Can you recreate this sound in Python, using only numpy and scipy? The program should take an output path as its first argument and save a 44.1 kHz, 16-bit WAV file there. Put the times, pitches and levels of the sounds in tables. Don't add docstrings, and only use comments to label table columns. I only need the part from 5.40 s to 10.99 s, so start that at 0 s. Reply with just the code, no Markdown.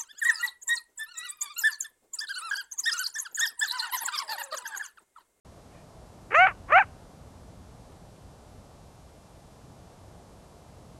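import sys
import numpy as np
from scipy import signal
from scipy.fft import rfft, irfft, next_fast_len
from scipy.io import wavfile
from scipy.ndimage import map_coordinates

SR = 44100
rng = np.random.default_rng(int(sys.argv[2]) if len(sys.argv) > 2 else 0)


def generate_wav(sig):
    pcm = np.round(np.clip(np.atleast_2d(sig).T, -1, 1) * 32767).astype(np.int16)
    wavfile.write(sys.argv[1], SR, pcm)


N = 246519
TIME = np.arange(N) / SR

# time_s, pitch_hz
FIRST_GLIDE = [(.902, 362.3), (.937, 463.3), (.948, 563.3), (.98, 664), (1.025, 757), (1.05, 749.3),
               (1.063, 808.6), (1.077, 512), (1.088, 371), (1.135, 262)]
SECOND_GLIDE = [(1.277, 256.2), (1.31, 391.7), (1.324, 563.5), (1.338, 647), (1.372, 763), (1.388, 820),
                (1.398, 926), (1.404, 812), (1.42, 752), (1.427, 544), (1.455, 310)]
# start_s, length_s, level_db, lead_fade_db, tail_fade_db, hoarseness_ratio,
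# tilt_db_per_octave, sizzle_db, hiss_db, strain_centre_s, strain_length_s
YIPS = [(0.944, 0.14, -18.5, 12.5, 32.5, 0.41, -1, -49.5, 15.5, 1.026, 0.08),
        (1.321, 0.1, -16.5, 29.5, 33, .15, -4.5, -48.5, 3, 1.376, 0.048)]
# time_s, pitch_hz, level_db
CLOSING_SQUEAK = [(1.098, 650, -53), (1.11, 605, -38.5), (1.123, 592, -45), (1.132, 563, -60)]
OPENING_SQUEAK = [(1.272, 520, -56.5), (1.287, 574, -45), (1.297, 525, -40.5), (1.308, 575, -26.5),
                  (1.316, 656, -44.5)]
# frequency_hz, gain_db
LIPS = [(300, -21.5), (580, -10.5), (1150, 2), (1700, -14.5), (3200, -26), (4500, -50)]


def two_yips():
    first = yip(FIRST_GLIDE, YIPS[0]) + thin_voice(CLOSING_SQUEAK, LIPS)
    second = thin_voice(OPENING_SQUEAK, LIPS) + yip(SECOND_GLIDE, YIPS[1])
    return first + second


# frequency_hz, gain_db
THROAT = [(300, -16), (450, -11.5), (600, -9), (780, -2), (1000, -3.5), (1300, 3), (1750, -2.5), (2250, -4),
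          (2650, -8.5), (2950, -17.5), (3250, -40.5), (3700, -43), (4300, -43), (5000, -49)]
MUZZLE = [(3200, -39), (3800, -8), (4300, -3), (5200, -10), (5800, 1), (6300, 5.5), (7100, 2.5),
          (7700, -8.5), (8700, -8.5), (9800, -22.5), (12000, -34.5)]
# frequency_hz, level_db
RASP = [(300, -31.5), (700, -12.5), (1200, -3.5), (1900, 17.5), (2750, -3.5), (3100, -10), (3520, -16),
        (3750, -32), (6000, -47.5)]


def yip(glide, call, jitter=.11, shimmer_db=4, rasp_db=1, air_db=-38, jet_gain=2.8, harmonics=13):
    on = (TIME > glide[0][0]) & (TIME < glide[-1][0])
    pitch, = curves(glide, TIME[on])
    db, fundamental_db, tilt, doubling_db, rough, sizzle_db = fold_controls(call, TIME[on])
    phase = 2 * np.pi * np.cumsum(pitch * (1 + jitter * rough * wobble(450)[on])) / SR

    def overtone(k):
        octaves = np.log2(np.minimum(k * pitch, 3000) / 1300)
        return amp(tilt * octaves) / (1 + (k * pitch / 5000) ** 20) * np.sin(k * phase)

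    folds = amp(fundamental_db) * np.sin(phase) + sum(overtone(k) for k in range(2, harmonics + 1))
    folds += amp(doubling_db) * sum(overtone(k + .5) for k in range(1, harmonics // 2 + 1))
    tone, rasp, sizzle = np.zeros((3, N))
    tone[on] = amp(db + shimmer_db * rough * wobble(300)[on]) * folds
    puffs = (.5 + .5 * np.cos(phase)) ** 2
    leak = amp(rasp_db) * rough * (500 / pitch) ** 2.6 + amp(air_db)
    rasp[on] = 2 * amp(db) * leak * puffs * noise(RASP)[on]
    closure = sum(np.cos(k * phase) for k in range(harmonics // 2, harmonics + 3))
    jet = jet_gain * puffs * rng.standard_normal(N)[on]
    sizzle[on] = amp(sizzle_db) * (.5 * closure + jet)
    return resonate(tone, THROAT) + rasp + resonate(sizzle, MUZZLE)


# centre_s, half_length_s, gain_db, roughness_ratio, tilt_db_per_octave
CRACKS = [(1.059, 0.0082, -1.5, 0.12, -8), (1.072, 0.0031, 0, 0.41, 7), (1.078, 0.0045, -9, 0.4, -1),
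          (1.383, 0.0058, -2, 0.48, 4.5), (1.394, 0.0021, -8, 0.25, 5)]


def fold_controls(call, t, attack_s=.0014, release_s=.002, stutter_hz=88, lead_db=-15, tail_db=-13.5):
    (start_s, length_s, level_db, lead_fade_db, tail_fade_db, hoarseness,
     base_tilt, sizzle_db, hiss_db, strain_centre_s, strain_length_s) = call
    age = t - start_s
    lead = 1 - rise(age, attack_s)
    tail = rise(age - length_s, release_s)
    early = np.interp(age, [age[0], 0], [1, 0]) ** 1.5
    late = np.interp(age, [length_s, age[-1]], [0, 1]) ** 1.5
    ends = np.exp(-np.minimum(t - t[0], t[-1] - t) / .004)
    spent = np.clip(age / length_s, 0, 1) ** 3.4
    strain = rise(strain_length_s / 2 - np.abs(t - strain_centre_s), .0027)
    hoarse = hoarseness * rise(.018 - age, .007)
    hiss = np.exp(-((age - .03) / .045) ** 2)

    stutter_db = 9.5 * hoarse * np.cos(2 * np.pi * stutter_hz * age)
    fade_db = lead_fade_db * early + tail_fade_db * late + 20 * ends
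    db = level_db + (lead_db + stutter_db) * lead + tail_db * tail - fade_db
    fundamental_db = 3.5 + 4.5 * strain + 22.5 * hoarse * lead - 8 * spent
    tilt = base_tilt + 5.5 * strain + 7.5 * hoarse - 2.5 * spent + 6.5 * tail * (1 - late)
    doubling_db = -38.5 + 26 * strain
    rough = .04 + hoarse + .07 * tail
    for centre_s, half_length_s, gain_db, roughness, crack_tilt in CRACKS:
        crack = np.exp(-((t - centre_s) / half_length_s) ** 2)
        db += gain_db * crack
        rough += roughness * crack
        tilt += crack_tilt * crack
        doubling_db += 16 * roughness * crack
    return db, fundamental_db, tilt, doubling_db, rough, db + sizzle_db + hiss_db * hiss


# time_s, pitch_hz, level_db
WHINE = [(.28, 543, -81), (.32, 553, -69), (.38, 623, -66.5), (.42, 610, -70), (.45, 577, -83)]
# frequency_hz, gain_db
NOSE = [(500, 7), (1200, -2), (1800, 2), (2500, 2), (3200, -11), (4200, -26)]


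def whine():
    return thin_voice(WHINE, NOSE)


def thin_voice(contour, tract, jitter=.053, harmonics=6):
    on = (TIME > contour[0][0]) & (TIME < contour[-1][0])
    pitch, db = curves(contour, TIME)
    phase = 2 * np.pi * np.cumsum(pitch * (1 + jitter * wobble(200))) / SR
    tone = sum(np.cos(k * phase) for k in range(1, harmonics + 1))
    return resonate(tone * amp(db) * on, tract)


def snowfield(x, echo_s=.09, echo_db=-41, scatter_db=-43, t60_s=.6):
    t = TIME[:SR // 2]
    envelope = amp(-60 * t / t60_s) * (1 - np.exp(-t / .06))
    tail = unit(rng.standard_normal(len(t)) * envelope) / np.sqrt(len(t))
    # frequency_hz, gain_db
    scatter_colour = [(700, -1), (1600, -5.5), (2200, -8.5), (2800, 9)]
    echo_colour = [(800, -6), (1600, -2.5), (2500, -9)]
    scatter = filtered(signal.fftconvolve(x, tail)[:N], lambda hz: gain_at(scatter_colour, hz))
    echo = filtered(x, lambda hz: np.exp(-2j * np.pi * hz * echo_s) * gain_at(echo_colour, hz))
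    return x + amp(echo_db) * echo + amp(scatter_db) * scatter


# centre_s, level_db
PAW_SHIFTS = [(2.525, -64.5), (2.765, -67.5)]
# frequency_hz, level_db
SNOW = [(500, -13.5), (1500, 1), (2800, -3), (4500, -10), (9000, -15.5)]


def paws(width_s=.0069, grain_db=4):
    pressure = sum(amp(db) * np.exp(-.5 * ((TIME - s) / width_s) ** 2) for s, db in PAW_SHIFTS)
    return pressure * unit(amp(grain_db * wobble(900)) * noise(SNOW))


# time_s, rumble_db, rush_db
WIND = [(0.3, -54, -56.5), (1.44, -50.5, -56), (1.67, -52, -56.5), (3.89, -56, -58), (4.79, -54.5, -56.5),
        (5.5, -54.5, -57)]
# frequency_hz, level_db
RUMBLE = [(12, -34.5), (20, -11.5), (46, -0.5), (70, 1), (163, -3.5), (266, -10), (296, -14.5), (350, -26),
          (460, -38.5), (770, -120)]
RUSH = [(180, -22), (300, -1), (382, -1.5), (440, -0.5), (673, 0.5), (964, -5.5), (1100, -6.5), (2200, -22),
        (2860, -48.5), (4840, -120)]


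def wind(rumble_gain_db=2, rush_gain_db=1, lumps_db=1, sway_db=.2):
    rumble_db, rush_db = curves(WIND, TIME)
    rumble = amp(rumble_db + rumble_gain_db + lumps_db * wobble(11)) * noise(RUMBLE)
    rush = amp(rush_db + rush_gain_db + sway_db * wobble(5)) * noise(RUSH)
    return rumble + rush


# frequency_hz, level_db
BUZZ = [(1500, -90.5), (2400, -83), (3600, -80.5), (5500, -80.5), (8000, -82.5), (9500, -85.5),
        (11000, -88), (12000, -92.5)]
HISS = [(1200, -14), (2200, 0.5), (3500, -1), (6000, -2.5), (9000, -3), (12000, -6), (13200, -3.5)]


def electronics(buzz_hz=299.7, hiss_db=-66):
    phase = 2 * np.pi * buzz_hz * TIME
    buzz = sum(np.sqrt(2) * gain_at(BUZZ, k * buzz_hz) * np.cos(k * phase) for k in range(5, 41))
    return buzz + amp(hiss_db) * noise(HISS)


def amp(db):
    return 10 ** (np.asarray(db) / 20)


def unit(x):
    return x / np.sqrt(np.mean(x ** 2) + 1e-20)


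def rise(t, width_s):
    return .5 + .5 * np.tanh(t / (2 * width_s))


def gain_at(spectrum, hz):
    frequency_hz, db = np.transpose(spectrum)
    return amp(np.interp(np.log(hz + 1), np.log(frequency_hz + 1), db))


def curves(rows, t):
    time_s, *columns = np.transpose(rows)
    return [np.interp(t, time_s, column) for column in columns]


def wobble(rate_hz):
    return map_coordinates(rng.standard_normal(int(N * rate_hz / SR) + 4), [TIME * rate_hz])


def filtered(x, response):
    size = next_fast_len(N + SR // 2)
    return irfft(rfft(x, size) * response(np.fft.rfftfreq(size, 1 / SR)), size)[:N]


def noise(spectrum):
    return unit(filtered(rng.standard_normal(N), lambda hz: gain_at(spectrum, hz)))


def resonate(x, spectrum, size=2048):
    cepstrum = irfft(np.log(gain_at(spectrum, np.fft.rfftfreq(size, 1 / SR))))
    cepstrum[1:size // 2] *= 2
    cepstrum[size // 2 + 1:] = 0
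    return signal.fftconvolve(x, irfft(np.exp(rfft(cepstrum))))[:N]


def scene():
    return (snowfield(two_yips() + whine()) + paws() + wind() + electronics())[None]


def record(dry, start_s=.047, cutoff_hz=12700):
    gate = np.clip((TIME - start_s) / .003, 0, 1)
    return filtered(dry[0] * gate, lambda hz: hz < cutoff_hz)[None]


dry = scene()
out = record(dry)
generate_wav(out)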